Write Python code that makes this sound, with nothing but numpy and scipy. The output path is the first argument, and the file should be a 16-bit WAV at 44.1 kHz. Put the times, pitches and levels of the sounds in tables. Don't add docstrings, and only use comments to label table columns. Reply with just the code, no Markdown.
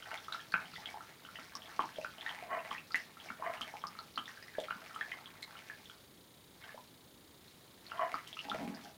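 import sys
import numpy as np
from scipy import signal
from scipy.fft import rfft, irfft
from scipy.io import wavfile

SR = 44100
rng = np.random.default_rng(int(sys.argv[2]) if len(sys.argv) > 2 else 0)


def wrap_up_sound(samples):
    columns = np.atleast_2d(samples).T
    tamed = np.clip(columns, -1, 1)
    steps = np.round(tamed * 32767).astype(np.int16)
    wavfile.write(sys.argv[1], SR, steps)


def volts_from_db(level):
    exponent = np.asarray(level, float) / 20
    return 10 ** exponent


N = 395559


def in_time(spans):
    rows = []
    for span in spans:
        silent = [-110] * (len(span[0]) - 1)
        rows.append([span[0][0] - 0.02] + silent)
        rows.extend(span)
        rows.append([span[-1][0] + 0.02] + silent)
    rows = np.array(rows)
    return [np.interp(np.arange(N) / SR, rows[:, 0], column) for column in rows[:, 1:].T]


def rms_one(x):
    return x / np.sqrt(np.mean(x ** 2) + 1e-20)


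def band(x, low_hz, high_hz):
    return signal.sosfilt(signal.butter(2, [low_hz, high_hz], "band", fs=SR, output="sos"), x)


def resonate(x, modes):
    out = 0
    for k, (hz, width_hz, db) in enumerate(modes):
        radius = np.exp(-np.pi * max(width_hz, 8) / SR)
        gain = (-1) ** k * volts_from_db(db) * (1 - radius ** 2) / 2
        poles = [1, -2 * radius * np.cos(2 * np.pi * hz / SR), radius ** 2]
        out = out + signal.lfilter([gain, 0, -gain], poles, x)
    return out


def add(out, start_s, sound):
    i = int(start_s * SR)
    out[i:i + len(sound)] += sound[:N - i]


def bubble(db, hz, t60_s, rise, attack_cycles):
    t = np.arange(int(t60_s * SR) + 64) / SR
    swell = 1 - np.exp(-t * hz / attack_cycles)
    cycles = hz * (t + rise * t * t / t60_s)
    return volts_from_db(db - 60 * t / t60_s) * swell * np.sin(2 * np.pi * cycles)


def camera():
    # (frequency [Hz], density [dB per Hz])
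    hiss_curve = [(15, -42), (25, -22), (91, -3.5), (179, -2), (392, -5.5), (448, -6.5), (812, -13.5),
                  (954, -12.5), (1590, -16.5), (2260, -16.5), (2730, -28.5), (3880, -13), (4320, -41),
                  (6660, -20), (15800, -22.5)]
    t = np.arange(N) / SR
    bin_hz = np.arange(N // 2 + 1) * SR / N + 1
    curve_hz, curve_db = np.transpose(hiss_curve)
    colour = volts_from_db(np.interp(np.log(bin_hz), np.log(curve_hz), curve_db))
    hiss = volts_from_db(-61) * rms_one(irfft(rfft(rng.standard_normal(N)) * colour, N))

    throb_hz, whine_hz = 29.97, 15371.5
    cycle = t * throb_hz % 1
    gate = np.clip(cycle / 0.024, 0, 1) * volts_from_db(-14 * cycle)
    buzz = volts_from_db(-62.5) * gate * rms_one(band(rng.standard_normal(N), 2780, 4930))
    whine = volts_from_db(-77) * np.sin(2 * np.pi * whine_hz * t)
    return hiss + buzz + whine


def grains(per_s, low_hz, high_hz, cycles, spread_db):
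    sizes = volts_from_db(spread_db * np.minimum(rng.exponential(1, N), 4)) * rng.choice([-1, 1], N)
    clicks = sizes * (rng.random(N) < per_s / SR)
    dealt = rng.integers(0, 16, N)
    out = np.zeros(N)
    for k, hz in enumerate(np.geomspace(low_hz, high_hz, 16)):
        out += resonate(clicks * (dealt == k) + 1e-18, [(hz, 2.1 * hz / cycles, 0)])
    return rms_one(out)


def wash():
    # (time [s], gurgle level [dB], spray level [dB])
    runoff = [
        [(0.0, -61, -60.5), (0.15, -49, -59.5), (0.23, -64, -62), (0.35, -57.5, -56), (0.5, -67.5, -64),
         (0.62, -50, -62), (0.74, -69.5, -57), (0.83, -56.5, -58), (1.18, -65, -68), (1.33, -66, -61),
         (1.45, -56, -56.5), (1.51, -61.5, -68), (1.82, -58.5, -57), (1.94, -57, -60.5), (2.07, -66, -55.5),
         (2.17, -58.5, -64), (2.29, -49, -64), (2.54, -70, -71), (2.63, -52, -72), (2.73, -50, -60),
         (2.83, -67, -70), (2.98, -64.5, -53.5), (3.17, -63, -73), (3.25, -56, -56), (3.42, -68, -71),
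         (3.52, -51.5, -66), (3.69, -55.5, -63), (3.87, -61, -70), (4.01, -61, -62.5), (4.23, -82, -65.5),
         (4.28, -56, -58), (4.38, -64.5, -62), (4.92, -59, -61), (5.14, -57.5, -61.5), (5.22, -60.5, -68),
         (5.34, -62.5, -74), (5.58, -59, -62.5), (5.97, -73, -65.5), (6.05, -80, -70)],
        [(6.55, -71, -72), (6.658, -60.5, -64), (6.9, -83, -68)],
        [(7.4, -74, -70), (7.8, -74, -70), (7.924, -55, -62), (8.046, -68, -67), (8.09, -52, -68),
         (8.378, -64.5, -59), (8.522, -54.5, -54.5), (8.722, -61, -71), (8.854, -61, -57.5), (8.97, -82, -75)],
    ]
    gurgle_db, spray_db = in_time(runoff)
    gurgle = volts_from_db(gurgle_db - 0.5) * grains(500, 635, 2294, 13, 4.7)
    spray = volts_from_db(spray_db - 4.5) * grains(2700, 2270, 5720, 16, 6.2)
    return gurgle + spray


def droplets():
    # (time [s], peak level [dB], pitch [Hz])
    drops = [(0.0244, -43.5, 2960), (0.1176, -44, 2700), (0.1755, -41, 3320), (0.246, -49, 3160),
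             (0.3251, -32.5, 3640), (0.403, -46, 3040), (0.5209, -40, 4230), (0.5395, -30, 2370),
             (0.6555, -47, 2900), (0.741, -46, 4290), (0.7565, -42, 3280), (0.858, -34, 3080),
             (1.25, -46.5, 2840), (1.3577, -41.5, 2800), (1.5529, -34, 5130), (1.6202, -44.5, 3030),
             (1.6577, -47, 3200), (1.803, -40.5, 2940), (1.96, -44.5, 3030), (2.0133, -46, 2470),
             (2.0471, -46.5, 2360), (2.183, -45, 2890), (2.21, -38.5, 3230), (2.2633, -44, 3450),
             (2.293, -36, 3000), (2.59, -44, 2480), (2.7095, -39, 3000), (2.7806, -38.5, 2440),
             (2.9202, -39, 4460), (2.9558, -38, 2540), (3.2008, -44.5, 3060), (3.2869, -48, 2480),
             (3.5728, -46, 2680), (3.6163, -32, 2970), (3.7933, -53, 5200), (3.8178, -48.5, 3100),
             (3.8696, -38.5, 4880), (3.989, -40, 4030), (4.1587, -40, 4060), (4.1788, -32, 2930),
             (4.2567, -42.5, 3340), (4.4263, -46, 4670), (4.589, -45, 3250), (4.6008, -40, 3300),
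             (4.6376, -44.5, 3140), (4.705, -44, 2680), (4.9464, -47, 2900), (5.009, -46, 3130),
             (5.118, -43, 2860), (5.2583, -41.5, 3160), (5.4284, -37, 3870), (5.5694, -47, 2800),
             (5.857, -46.5, 3230), (5.898, -45.5, 3070), (6.6253, -57, 3400), (6.6388, -48, 2960),
             (7.4807, -51.5, 3800), (7.866, -44, 4050), (7.899, -52, 2950), (7.9139, -44.5, 2650),
             (7.9745, -47, 2970), (8.012, -50, 2930), (8.142, -43, 4430), (8.2646, -57, 3120),
             (8.272, -46, 2900), (8.329, -38.5, 3180), (8.3709, -43, 2610), (8.3908, -33.5, 2710),
             (8.4981, -32.5, 3320), (8.7475, -44, 4670)]
    out = np.zeros(N)
    for start_s, db, hz in drops:
        add(out, start_s, bubble(db + 4, hz, 54.0 / hz, rise=0.3, attack_cycles=0.24))
    return out


def plops():
    # (time [s], peak level [dB], pitch [Hz], ring t60 [s])
    pockets = [(0.026, -44.5, 1410, 0.041), (0.06, -43.5, 1830, 0.026), (0.115, -31.5, 1430, 0.019),
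               (0.283, -34, 1240, 0.033), (0.323, -32.5, 1420, 0.022), (0.346, -30.5, 1310, 0.027),
               (0.395, -41, 1700, 0.026), (0.524, -35, 1580, 0.019), (0.541, -16, 1430, 0.02),
               (0.737, -42, 1320, 0.023), (0.761, -37, 1920, 0.02), (0.782, -43, 817, 0.026),
               (0.858, -47, 2100, 0.03), (0.888, -43, 2180, 0.04), (0.942, -37, 820, 0.034),
               (0.972, -39, 914, 0.025), (1.007, -38.5, 1280, 0.024), (1.25, -44, 1420, 0.026),
               (1.288, -39.5, 1350, 0.024), (1.356, -38.5, 1840, 0.015), (1.388, -38, 1305, 0.018),
               (1.553, -36, 1090, 0.023), (1.658, -55.5, 2120, 0.03), (1.722, -47.5, 1300, 0.024),
               (1.793, -16, 1070, 0.016), (1.839, -32, 906, 0.028), (1.968, -45, 560, 0.027),
               (1.985, -31, 582, 0.06), (2.047, -27.5, 1410, 0.024), (2.171, -57, 1470, 0.03),
               (2.263, -29.5, 1804, 0.033), (2.382, -44, 821, 0.03), (2.425, -37.5, 680, 0.028),
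               (2.477, -43, 641, 0.024), (2.518, -31.5, 1020, 0.03), (2.713, -26.5, 1100, 0.018),
               (2.749, -35.5, 1850, 0.027), (2.908, -42.5, 1280, 0.04), (2.945, -17, 1890, 0.015),
               (3.17, -44.5, 1280, 0.03), (3.287, -40, 2180, 0.03), (3.303, -29.5, 1373, 0.019),
               (3.398, -41.5, 640, 0.043), (3.424, -27.5, 1005, 0.019), (3.61, -31, 1206, 0.02),
               (3.739, -33.5, 796, 0.022), (3.839, -26, 1135, 0.021), (3.952, -42.5, 1210, 0.021),
               (3.989, -36.5, 1270, 0.032), (4.176, -24, 1228, 0.018), (4.279, -37.5, 1820, 0.023),
               (4.374, -44, 1590, 0.03), (4.426, -42, 1800, 0.017), (4.482, -40.5, 1930, 0.015),
               (4.551, -40, 1645, 0.034), (4.584, -24, 570, 0.039), (4.684, -35, 1290, 0.03),
               (4.708, -24, 1380, 0.022), (4.824, -50, 1340, 0.03), (4.909, -42, 1320, 0.025),
               (4.943, -43, 1190, 0.035), (4.961, -33, 1250, 0.036), (5.011, -25.5, 1696, 0.023),
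               (5.119, -29, 1990, 0.02), (5.427, -38.5, 2080, 0.022), (5.554, -41.5, 1325, 0.025),
               (5.699, -34, 1660, 0.024), (5.898, -43.5, 1400, 0.024), (6.625, -50, 2080, 0.03),
               (6.64, -43.5, 1490, 0.022), (6.692, -41, 1660, 0.024), (6.745, -40.5, 562, 0.038),
               (6.777, -41, 945, 0.034), (7.918, -30.5, 1333, 0.019), (7.98, -43, 982, 0.026),
               (7.994, -27, 1086, 0.036), (8.029, -37, 678, 0.03), (8.127, -39, 670, 0.024),
               (8.142, -21.5, 1210, 0.017), (8.369, -40, 1240, 0.038), (8.452, -42.5, 780, 0.026),
               (8.486, -32, 799, 0.02), (8.516, -26.5, 1310, 0.023), (8.547, -26, 616, 0.015),
               (8.606, -40, 640, 0.026)]
    out = np.zeros(N)
    for start_s, db, hz, t60_s in pockets:
        add(out, start_s, bubble(db + 1, hz, max(t60_s, 0.005), rise=0.12, attack_cycles=0.28))
    return out


def slaps():
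    # (time [s], peak level [dB])
    hits = [(0.3232, -46.5), (0.5217, -48.5), (0.902, -46.5), (1.4436, -51.5), (1.5524, -45.5),
            (1.8083, -49), (2.9568, -35), (3.293, -54), (3.6117, -39.5), (3.8701, -54), (4.179, -47.5),
            (4.6014, -42), (4.95, -45.5), (5.424, -41.5), (8.2756, -41), (8.4961, -51)]
    out = np.zeros(N)
    t = np.arange(2000) / SR
    tick_t60_s, spray_t60_s = 0.0046, 0.085
    fade = volts_from_db(-60 * t / tick_t60_s) + volts_from_db(-12.5 - 60 * t / spray_t60_s)
    for start_s, db in hits:
        add(out, start_s, volts_from_db(db + 0.5) * rng.standard_normal(2000) * fade)
    return band(out, 2500, 9800)


def thumps():
    # (time [s], peak level [dB], pitch [Hz])
    pushes = [(0.539, -41, 185), (0.648, -52, 166), (0.733, -50, 153), (0.784, -48, 156),
              (1.389, -51.5, 247), (1.557, -54, 240), (1.794, -38.5, 313), (1.839, -45.5, 357),
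              (1.986, -50, 186), (2.048, -55, 217), (2.713, -49.5, 237), (2.941, -50.5, 266),
              (3.306, -44, 228), (3.614, -46.5, 235), (3.843, -51, 163), (4.182, -46.5, 244),
              (4.584, -58.5, 183), (4.636, -53, 388), (4.758, -48, 212), (6.745, -53.5, 229),
              (8.139, -45, 307), (8.453, -47, 284)]
    out = np.zeros(N)
    for start_s, db, hz in pushes:
        add(out, start_s, bubble(db + 2, hz, t60_s=0.055, rise=0.0, attack_cycles=0.5))
    return out


def scrape(modes, slips_per_s):
    slips = rng.standard_normal(N) * (rng.random(N) < slips_per_s / SR)
    return rms_one(resonate(slips, modes))


def paw_rubs():
    # (time [s], level [dB])
    strokes = [
        [(2.42, -64), (2.428, -53), (2.47, -52), (2.53, -33), (2.566, -32.5), (2.622, -53), (2.7, -58.5)],
        [(3.38, -61), (3.402, -53), (3.448, -36.5), (3.478, -32), (3.528, -51), (3.536, -43), (3.6, -62)],
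        [(7.94, -43), (7.972, -49), (7.998, -34), (8.022, -31), (8.032, -33), (8.12, -55)],
    ]
    # (frequency [Hz], width [Hz], level [dB])
    bowl_modes = [(678, 32, 2), (854, 11, -10.5), (1014, 55, -1), (1970, 290, -14), (2430, 16, -13.5),
                  (2950, 74, -21.5)]
    rub_db, = in_time(strokes)
    return volts_from_db(rub_db - 5) * scrape(bowl_modes, 1500)


def bowl_drag():
    # (time [s], base level [dB], wall level [dB])
    drag = [(8.43, -78, -56), (8.522, -42, -46), (8.562, -49, -49), (8.586, -53, -44), (8.612, -37, -41),
            (8.734, -45, -54), (8.764, -50, -48), (8.798, -61, -74), (8.872, -56, -46.5), (8.928, -88, -76),
            (8.97, -75, -73)]
    # (frequency [Hz], width [Hz], level [dB])
    base_modes = [(213, 58, 0)]
    wall_modes = [(641, 88, -5.5), (817, 19, 0), (947, 9.9, -5.5)]
    base_db, wall_db = in_time([drag])
    base = volts_from_db(base_db - 5.0) * scrape(base_modes, 600)
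    wall = volts_from_db(wall_db - 7.5) * scrape(wall_modes, 900)
    return base + wall


def room(x):
    t60_s, tail_db = 0.22, -12
    t = np.arange(int(0.5 * SR)) / SR
    tail = rng.standard_normal(len(t)) * np.clip((t - 0.003) / 0.0083, 0, 1)
    low = band(tail, 160, 3200) * volts_from_db(-60 * t / t60_s)
    high = band(tail, 2030, 8400) * volts_from_db(-60 * t / (0.46 * t60_s))
    answer = low + 0.66 * high
    answer = volts_from_db(tail_db) * answer / np.sqrt(np.sum(answer ** 2))
    for delay_s, db in [(0.0045, -8.5), (0.011, -7.5), (0.017, -8.5)]:
        answer[int(delay_s * SR)] += volts_from_db(db)
    return signal.fftconvolve(x, answer)[:N]


def scene():
    near = wash() + droplets() + plops() + slaps() + thumps() + paw_rubs() + bowl_drag()
    return (near + room(near) + camera())[None]


def top_cut(x):
    return signal.sosfilt(signal.butter(12, 15930, fs=SR, output="sos"), x)


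def record(dry):
    notched = signal.lfilter(*signal.iirnotch(7660, 22, fs=SR), dry)
    return top_cut(notched)


dry = scene()
out = record(dry)
wrap_up_sound(out)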